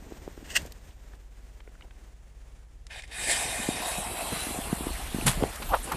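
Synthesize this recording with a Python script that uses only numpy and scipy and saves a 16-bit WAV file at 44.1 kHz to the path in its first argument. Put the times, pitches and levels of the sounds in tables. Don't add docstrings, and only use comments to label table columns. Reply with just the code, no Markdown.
import sys
import numpy as np
from scipy import signal
from scipy.fft import rfft, irfft
from scipy.io import wavfile
from scipy.ndimage import uniform_filter1d

SR = 44100
rng = np.random.default_rng(int(sys.argv[2]) if len(sys.argv) > 2 else 0)


def to_wav(sig):
    pcm = np.clip(np.atleast_2d(sig), -1, 1) * 32767
    pcm = np.round(pcm).astype(np.int16)
    wavfile.write(sys.argv[1], SR, pcm.T)


def amplitude_ratio(level_db):
    exponent = np.asarray(level_db, float) / 20
    return 10 ** exponent


N = 262953

# start_s, edge_hz
PLAYBACK_EDGE = [(0, 9760), (.8, 10060), (1.6, 10620), (2.4, 11240), (3.2, 11800), (4.0, 12420),
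                 (4.8, 12760), (5.96, 13060)]


def rms_one(x):
    return x / np.sqrt(np.mean(x ** 2) + 1e-20)


def in_time(rows):
    s, *columns = np.transpose(rows)
    return [np.interp(np.arange(N) / SR, s, column) for column in columns]


def drift(corner_hz):
    pole = np.exp(-2 * np.pi * corner_hz * 40 / SR)
    noise = rng.standard_normal(N // 40 + 2002)
    slow = signal.lfilter([1], [1, -2 * pole, pole * pole], noise)[2000:]
    return np.interp(np.arange(N) / 40, np.arange(len(slow)), rms_one(slow))


def coloured(x, spectrum):
    hz, db = np.transpose(spectrum)
    bins_hz = np.arange(N // 2 + 1) * SR / N + 1
    gain = amplitude_ratio(np.interp(np.log(bins_hz), np.log(hz), db))
    return rms_one(irfft(rfft(x) * gain, N))


def band(x, low_hz, high_hz):
    edges = np.clip([low_hz, high_hz], 20, SR / 2.1)
    return signal.sosfilt(signal.butter(2, edges, "band", fs=SR, output="sos"), x)


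def reshaped(x, gain):
    size = 1024
    overlap = size * 3 // 4
    hz, s, frames = signal.stft(x, SR, nperseg=size, noverlap=overlap)
    return signal.istft(frames * gain(hz[:, None], s), SR, nperseg=size, noverlap=overlap)[1][:N]


def swell(s, rise_s, t60_s):
    rising = np.exp(np.minimum(s, 0) / rise_s)
    falling = amplitude_ratio(-60 * np.maximum(s, 0) / t60_s)
    return np.where(s < 0, rising, falling)


def grit(rows, grain_db):
    half = SR // 3
    out, t = np.zeros(N + 2 * half), np.arange(-half, half) / SR
    for peak_s, db, hz, octaves, rise_s, t60_s in rows:
        grains = np.repeat(rng.standard_normal(half // 20 + 1), 40)[:2 * half]
        noise = rng.standard_normal(2 * half) * amplitude_ratio(grain_db * grains)
        edges = hz * 2 ** (-octaves / 2), hz * 2 ** (octaves / 2)
        noise = rms_one(band(band(noise, *edges), *edges))
        at = round(peak_s * SR)
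        out[at:at + 2 * half] += amplitude_ratio(db) * swell(t, rise_s, t60_s) * noise
    return out[half:half + N]


def fuse(sparks_per_s=2500, spread_db=4.0, sputter_db=0.62, spark_share=0.21):
    # start_s, level_db
    burn = [(2.895, -63), (2.909, -43.5), (2.96, -43), (2.997, -40.5), (3.01, -48), (3.033, -57),
            (3.038, -43), (3.055, -51.5), (3.062, -62), (3.11, -52), (3.116, -42.5), (3.2, -34.5),
            (3.265, -31), (3.316, -22), (3.34, -27), (3.45, -31.5), (3.75, -34), (3.88, -31.5), (4.05, -35),
            (4.16, -36), (4.21, -32), (4.27, -34.5), (4.4, -33.5), (4.55, -36), (5.1, -40), (5.26, -37.5),
            (5.45, -40.5), (5.8, -43.5), (5.96, -41)]
    sizes = amplitude_ratio(spread_db * np.minimum(rng.exponential(1, N), 5)) * rng.choice([-1, 1], N)
    chance = sparks_per_s * amplitude_ratio(4 * drift(15.0)) / SR
    sparks = rms_one(sizes * (rng.random(N) < chance))
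    jet = rms_one(rng.standard_normal(N) + spark_share * sparks)
    lit = np.arange(N) > burn[0][0] * SR
    return lit * amplitude_ratio(in_time(burn)[0] + sputter_db * drift(39.0)) * reshaped(jet, fuse_colour)


def fuse_colour(hz, s, flicker=0.11, patchy_db=2.0):
    # pitch_hz, near_db, far_db
    jet_colour = [(200, -39, -44), (438, -11.5, -12.5), (690, -10, 0), (1300, -15, -6.5), (1620, -2.5, -8),
                  (3000, -9, -10), (4280, -11, -12), (6230, -11, -13), (8180, -7.5, -10), (9600, -10, -9.5),
                  (11860, -22, -12), (14200, -22.5, -16)]
    # pitch_hz, width_hz, near_lift_db, far_lift_db
    tube_rings = [(710, 220, 7, 5), (1290, 200, -5, -1), (1790, 120, 9, 2), (2100, 80, 7, 4),
                  (2460, 130, 9, 11), (3050, 100, 4, 4), (3700, 140, 10, 11), (4750, 200, 4, 1),
                  (5200, 150, 4, 1), (7630, 150, 5, 3), (9310, 180, 6, 3)]
    # start_s, pitch ratio of all but the lowest, strength of all (0-1)
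    ring_drift = [(3.7, 1., 1.), (4.0, 1.04, 1.), (4.25, 1.07, 1.), (4.5, 1.1, .9), (4.8, 1.14, .4),
                  (5.3, 1.16, .2)]
    # start_s, lift_db
    treble = [(2.9, -8.5), (3.12, -4), (3.2, 4.5), (3.6, 2.5), (3.85, 0.5), (4.05, 4), (4.4, 0), (4.55, 3),
              (5.0, -1.3), (5.96, -2.5)]
    # start_s, lift_db
    roar = [(2.91, 1), (3.0, -3), (3.15, -2), (3.3, 2), (3.7, 1.9), (4.2, 2), (4.35, -3.3), (4.7, 3),
            (4.95, -6.5), (5.2, 0.5), (5.96, -8)]
    # centre_s, extra_db
    thinner_moments = [(4.13, -5), (4.8, -5)]
    thinned_db, moment_width_s = -3, 0.12
    retreat_start_s, retreat_s = 2.89, 1.36
    flare_s, flare_width_s = 3.31, 0.062

    retreat = np.clip((s - retreat_start_s) / retreat_s, 0, 1) ** 0.89
    far = retreat * (1 - np.exp(-((s - flare_s) / flare_width_s) ** 2))
    at_hz, near_db, far_db = np.transpose(jet_colour)
    db = (1 - far) * np.interp(hz, at_hz, near_db) + far * np.interp(hz, at_hz, far_db)
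    db = db + np.interp(s, *np.transpose(treble)) * np.interp(hz, [4000, 8000], [0, 1])
    db = db + np.interp(s, *np.transpose(roar)) * np.interp(hz, [1000, 1400], [1, 0])

    extra_db = sum(moment_db * np.exp(-((s - centre_s) / moment_width_s) ** 2)
                   for centre_s, moment_db in thinner_moments)
    db = db + (thinned_db + extra_db) * np.interp(hz, [4000, 5400, 6800, 7600], [0, 1, 1, 0])

    clumps = uniform_filter1d(rng.standard_normal(db.shape), size=14, axis=0)
    clumps = uniform_filter1d(clumps, size=8, axis=1)
    db = db + patchy_db * rms_one(clumps)

    times, ratio, strength = np.transpose(ring_drift)
    ratio, strength = np.interp(s, times, ratio), np.interp(s, times, strength)
    frames = np.minimum(s * SR, N - 1).astype(int)
    for k, (ring_hz, width_hz, near_lift, far_lift) in enumerate(tube_rings):
        centre_hz = ring_hz * (ratio if k else 1)
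        waver = 1 + flicker * drift(12.4)[frames]
        lift_db = waver * strength * ((1 - far) * near_lift + far * far_lift)
        db = db + lift_db / (1 + (2 * (hz - centre_hz) / width_hz) ** 2)
    return amplitude_ratio(db) / np.sqrt(np.mean(amplitude_ratio(2 * db), axis=0))


def lighter():
    # peak_s, level_db (rms at the peak), t60_s
    bursts = [(.448, -51.5, 0.25), (.503, -40, 0.18), (.519, -45, .086), (.558, -29.5, 0.066),
              (.566, -18.5, 0.035), (.573, -32.5, .033), (.59, -48, 0.13)]
    # pitch_hz, level_db
    metal_colour = [(290, -46), (500, -17.5), (691, -10.5), (876, -21), (1290, -12), (1920, 3.5),
                    (2370, -15), (2680, 5), (3850, -13), (4590, -6.5), (5670, -9), (8340, -6), (9800, -19),
                    (12700, -51), (21600, -120)]
    s = np.arange(N) / SR
    envelope = sum(amplitude_ratio(db) * swell(s - peak_s, 0.0051, t60_s) for peak_s, db, t60_s in bursts)
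    scrape = rng.standard_normal(N) * amplitude_ratio(1.3 * drift(120.0))
    return envelope * coloured(scrape, metal_colour[:-2] + [(15000, -18.5)])


def ticks():
    # peak_s, level_db (rms at the peak), centre_hz, width_octaves
    tick_rows = [(.377, -54, 900, 1.7), (.619, -45, 3000, 4.7), (.662, -44, 6000, 2.4),
                 (.672, -52, 5000, 2.3), (.722, -39, 8000, 3.9), (.91, -55, 2500, 1.5),
                 (1.136, -49, 1180, 1.8), (1.604, -46, 1300, 3.1), (1.676, -50, 1880, 0.94),
                 (1.754, -55, 1630, 0.45), (1.81, -45, 1400, 2.5), (1.823, -48, 2770, 0.79),
                 (1.909, -48.5, 1190, 3.1), (2.868, -42.5, 3470, 2.7), (3.022, -42, 3000, 3),
                 (3.078, -49, 4000, 2.7)]
    rise_s, t60_s = 0.00059, 0.02
    return grit([(*row, rise_s, t60_s) for row in tick_rows], grain_db=0.5)


def knocks(offset_s=0.00354, snap=1.0):
    knock_rows = [(0.118, -28.5, 355), (0.218, -50, 352), (0.274, -25, 393), (0.373, -34.5, 330),
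                  (0.423, -37.5, 291), (0.623, -38.5, 153), (0.649, -36, 497), (1.673, -41, 427),
                  (3.596, -32, 224), (3.685, -13.5, 254), (3.797, -37, 234), (3.979, -28.5, 198),
                  (4.465, -28, 278.5), (4.505, -28, 252), (4.584, -22.5, 247), (4.725, -13.5, 204),
                  (4.804, -24, 264), (4.865, -19, 296), (5.142, -18, 215), (5.159, -26, 242),
                  (5.182, -21, 258), (5.221, -25, 282), (5.259, -19, 149), (5.289, -23, 157),
                  (5.37, -25.5, 159), (5.421, -12, 254), (5.434, -9, 382)]
    t60_cycles = 3.38
    damping, pitch_damping = 0.23, 0.29
    out, t = np.zeros(N + SR // 5), np.arange(SR // 10) / SR
    signs = rng.choice([-1, 1], len(knock_rows))
    for (start_s, db, hz), sign in zip(knock_rows, signs):
        haste = amplitude_ratio(damping * (db + 29)) * (hz / 250) ** pitch_damping
        ring = np.sin(2 * np.pi * hz * t) * t * amplitude_ratio(-60 * t * hz / t60_cycles * haste)
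        slope = np.gradient(ring) * SR / (2 * np.pi * hz)
        ring = ring + snap * slope * amplitude_ratio(-60 * t / 0.034)
        at = round((start_s + offset_s) * SR)
        out[at:at + len(t)] += sign * amplitude_ratio(db) * ring / np.abs(ring).max()
    return band(out[:N], 82, 6000)


def rumble(lumpy_db=4.5, fade_db_per_s=200):
    # start_s, end_s, start_db, end_db
    slides = [(-.1, 0.28, -55, -54), (0.607, .72, -58, -66), (3.22, 5.0, -47, -46.5),
              (5.0, 5.85, -50.5, -48), (5.853, 6.1, -44, -32)]
    s = np.arange(N) / SR
    levels = []
    for start, end, first_db, last_db in slides:
        outside_s = np.maximum(np.maximum(start - s, s - end), 0)
        levels.append(np.interp(s, [start, end], [first_db, last_db]) - fade_db_per_s * outside_s)
    noise = rms_one(band(rng.standard_normal(N), 60, 455))
    return amplitude_ratio(np.max(levels, axis=0) + lumpy_db * drift(36.0)) * noise


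def scuffs():
    # peak_s, level_db (rms at the peak), centre_hz, width_octaves, t60_s
    scuff_rows = [(4.172, -39, 3000, 1.5, 0.027), (5.126, -39.5, 2500, 1.3, .04),
                  (5.212, -37.5, 2700, 0.65, 0.026), (5.267, -20.5, 9000, 0.85, 0.19),
                  (5.268, -21.5, 1300, 3.87, 0.2), (5.436, -34, 1730, 2.5, 0.027),
                  (5.56, -34.5, 5000, 7.9, .041), (5.625, -33, 1840, 2.3, 0.048),
                  (5.741, -34.5, 2240, 1.84, 0.11), (5.753, -34, 11300, 0.63, .025),
                  (5.833, -36, 9100, 0.53, .04), (5.843, -33.5, 9000, .6, 0.082),
                  (5.92, -23.5, 1130, 1.34, 0.057), (5.922, -30.5, 5000, 4.9, 0.034)]
    rise_s = 0.003
    return grit([(*row, rise_s, t60_s) for *row, t60_s in scuff_rows], grain_db=3.5)


def step_bodies():
    # peak_s, level_db (rms at the peak), centre_hz, width_octaves, t60_s
    body_rows = [(1.845, -54, 447, 2.3, 0.11), (5.274, -24, 152, 1.54, 0.15), (5.43, -28, 288, 3.4, 0.15),
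                 (5.695, -43.5, 12500, 0.036, .25), (5.72, -27, 840, 0.68, 0.067),
                 (5.742, -13.5, 790, 1.62, 0.056), (5.767, -31, 980, 0.68, 0.038),
                 (5.803, -48, 12500, .04, .1), (5.82, -53, 240, 0.92, .24), (5.895, -34.5, 520, 2.6, 0.13),
                 (5.945, -37, 686, 1.6, 0.064)]
    rise_share = 0.16
    return grit([(*row, rise_share * t60_s, t60_s) for *row, t60_s in body_rows], grain_db=2.5)


def buffet(rise_db_per_s=110, fall_db_per_s=135):
    # peak_s, level_db
    gusts = [(4.03, -43), (4.66, -41), (4.938, -35), (5.09, -33), (5.272, -29), (5.414, -30), (5.736, -32)]
    noise = rms_one(band(rng.standard_normal(N), 26, 55.6))
    s = np.arange(N) / SR
    levels = [peak_db - np.maximum(rise_db_per_s * (peak_s - s), fall_db_per_s * (s - peak_s))
              for peak_s, peak_db in gusts]
    return amplitude_ratio(np.max(levels, axis=0)) * noise


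def engine(waver_db=1.5):
    # start_s, level_db
    idle_level = [(0, -57), (.9, -54.5), (2, -54), (3.2, -53), (4.5, -51), (5.1, -49), (5.96, -52)]
    orders = [(1, -12), (2, 0.5), (3, 4), (4, -11), (5, -16.5), (6, -20), (8, -16.5)]
    idle_hz = 15.5
    hz = idle_hz * in_time(PLAYBACK_EDGE)[0] / PLAYBACK_EDGE[0][1]
    turn = 2 * np.pi * np.cumsum(hz) / SR
    tone = sum(amplitude_ratio(db + waver_db * drift(4.6)) * np.cos(k * (turn - .6)) for k, db in orders)
    return np.sqrt(2) * amplitude_ratio(in_time(idle_level)[0]) * tone


def night_air(traffic_db=-56.0):
    # start_s, level_db
    hiss_level = [(0.0, -52), (0.43, -51.5), (0.58, -43.5), (0.77, -55), (1.29, -59), (2.84, -60.5)]
    # pitch_hz, level_db
    air_colour = [(20, -6.5), (40, 7), (70, -3), (110, -17.5), (260, -19), (450, -21), (760, -24),
                  (1300, -29.5), (1620, -27.5), (2000, -29), (4500, -36.5), (7000, -34), (10000, -39.5),
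                  (15000, -41)]
    hiss = coloured(rng.standard_normal(N), [(40, -47)] + air_colour[2:])
    drone = rms_one(band(rng.standard_normal(N), air_colour[0][0], air_colour[2][0]))
    return amplitude_ratio(in_time(hiss_level)[0] + 1.88 * drift(16.4)) * hiss + amplitude_ratio(traffic_db) * drone


def scene():
    flame = fuse() + lighter() + ticks()
    hand = knocks() + rumble() + buffet()
    steps = scuffs() + step_bodies()
    mono = flame + hand + steps + engine() + night_air()
    return np.array([mono, mono])


def band_limit(x):
    return signal.sosfilt(signal.butter(12, 15310, fs=SR, output="sos"), x)


def record(dry):
    def kept(hz, s):
        edge_hz = np.interp(s, *np.transpose(PLAYBACK_EDGE))
        above_gap = (hz > 1.192 * edge_hz) & (hz < 14600)
        return (hz < edge_hz) | above_gap
    mono = reshaped(dry[0], kept)
    return band_limit(np.array([mono, mono]))


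dry = scene()
out = record(dry)
to_wav(out)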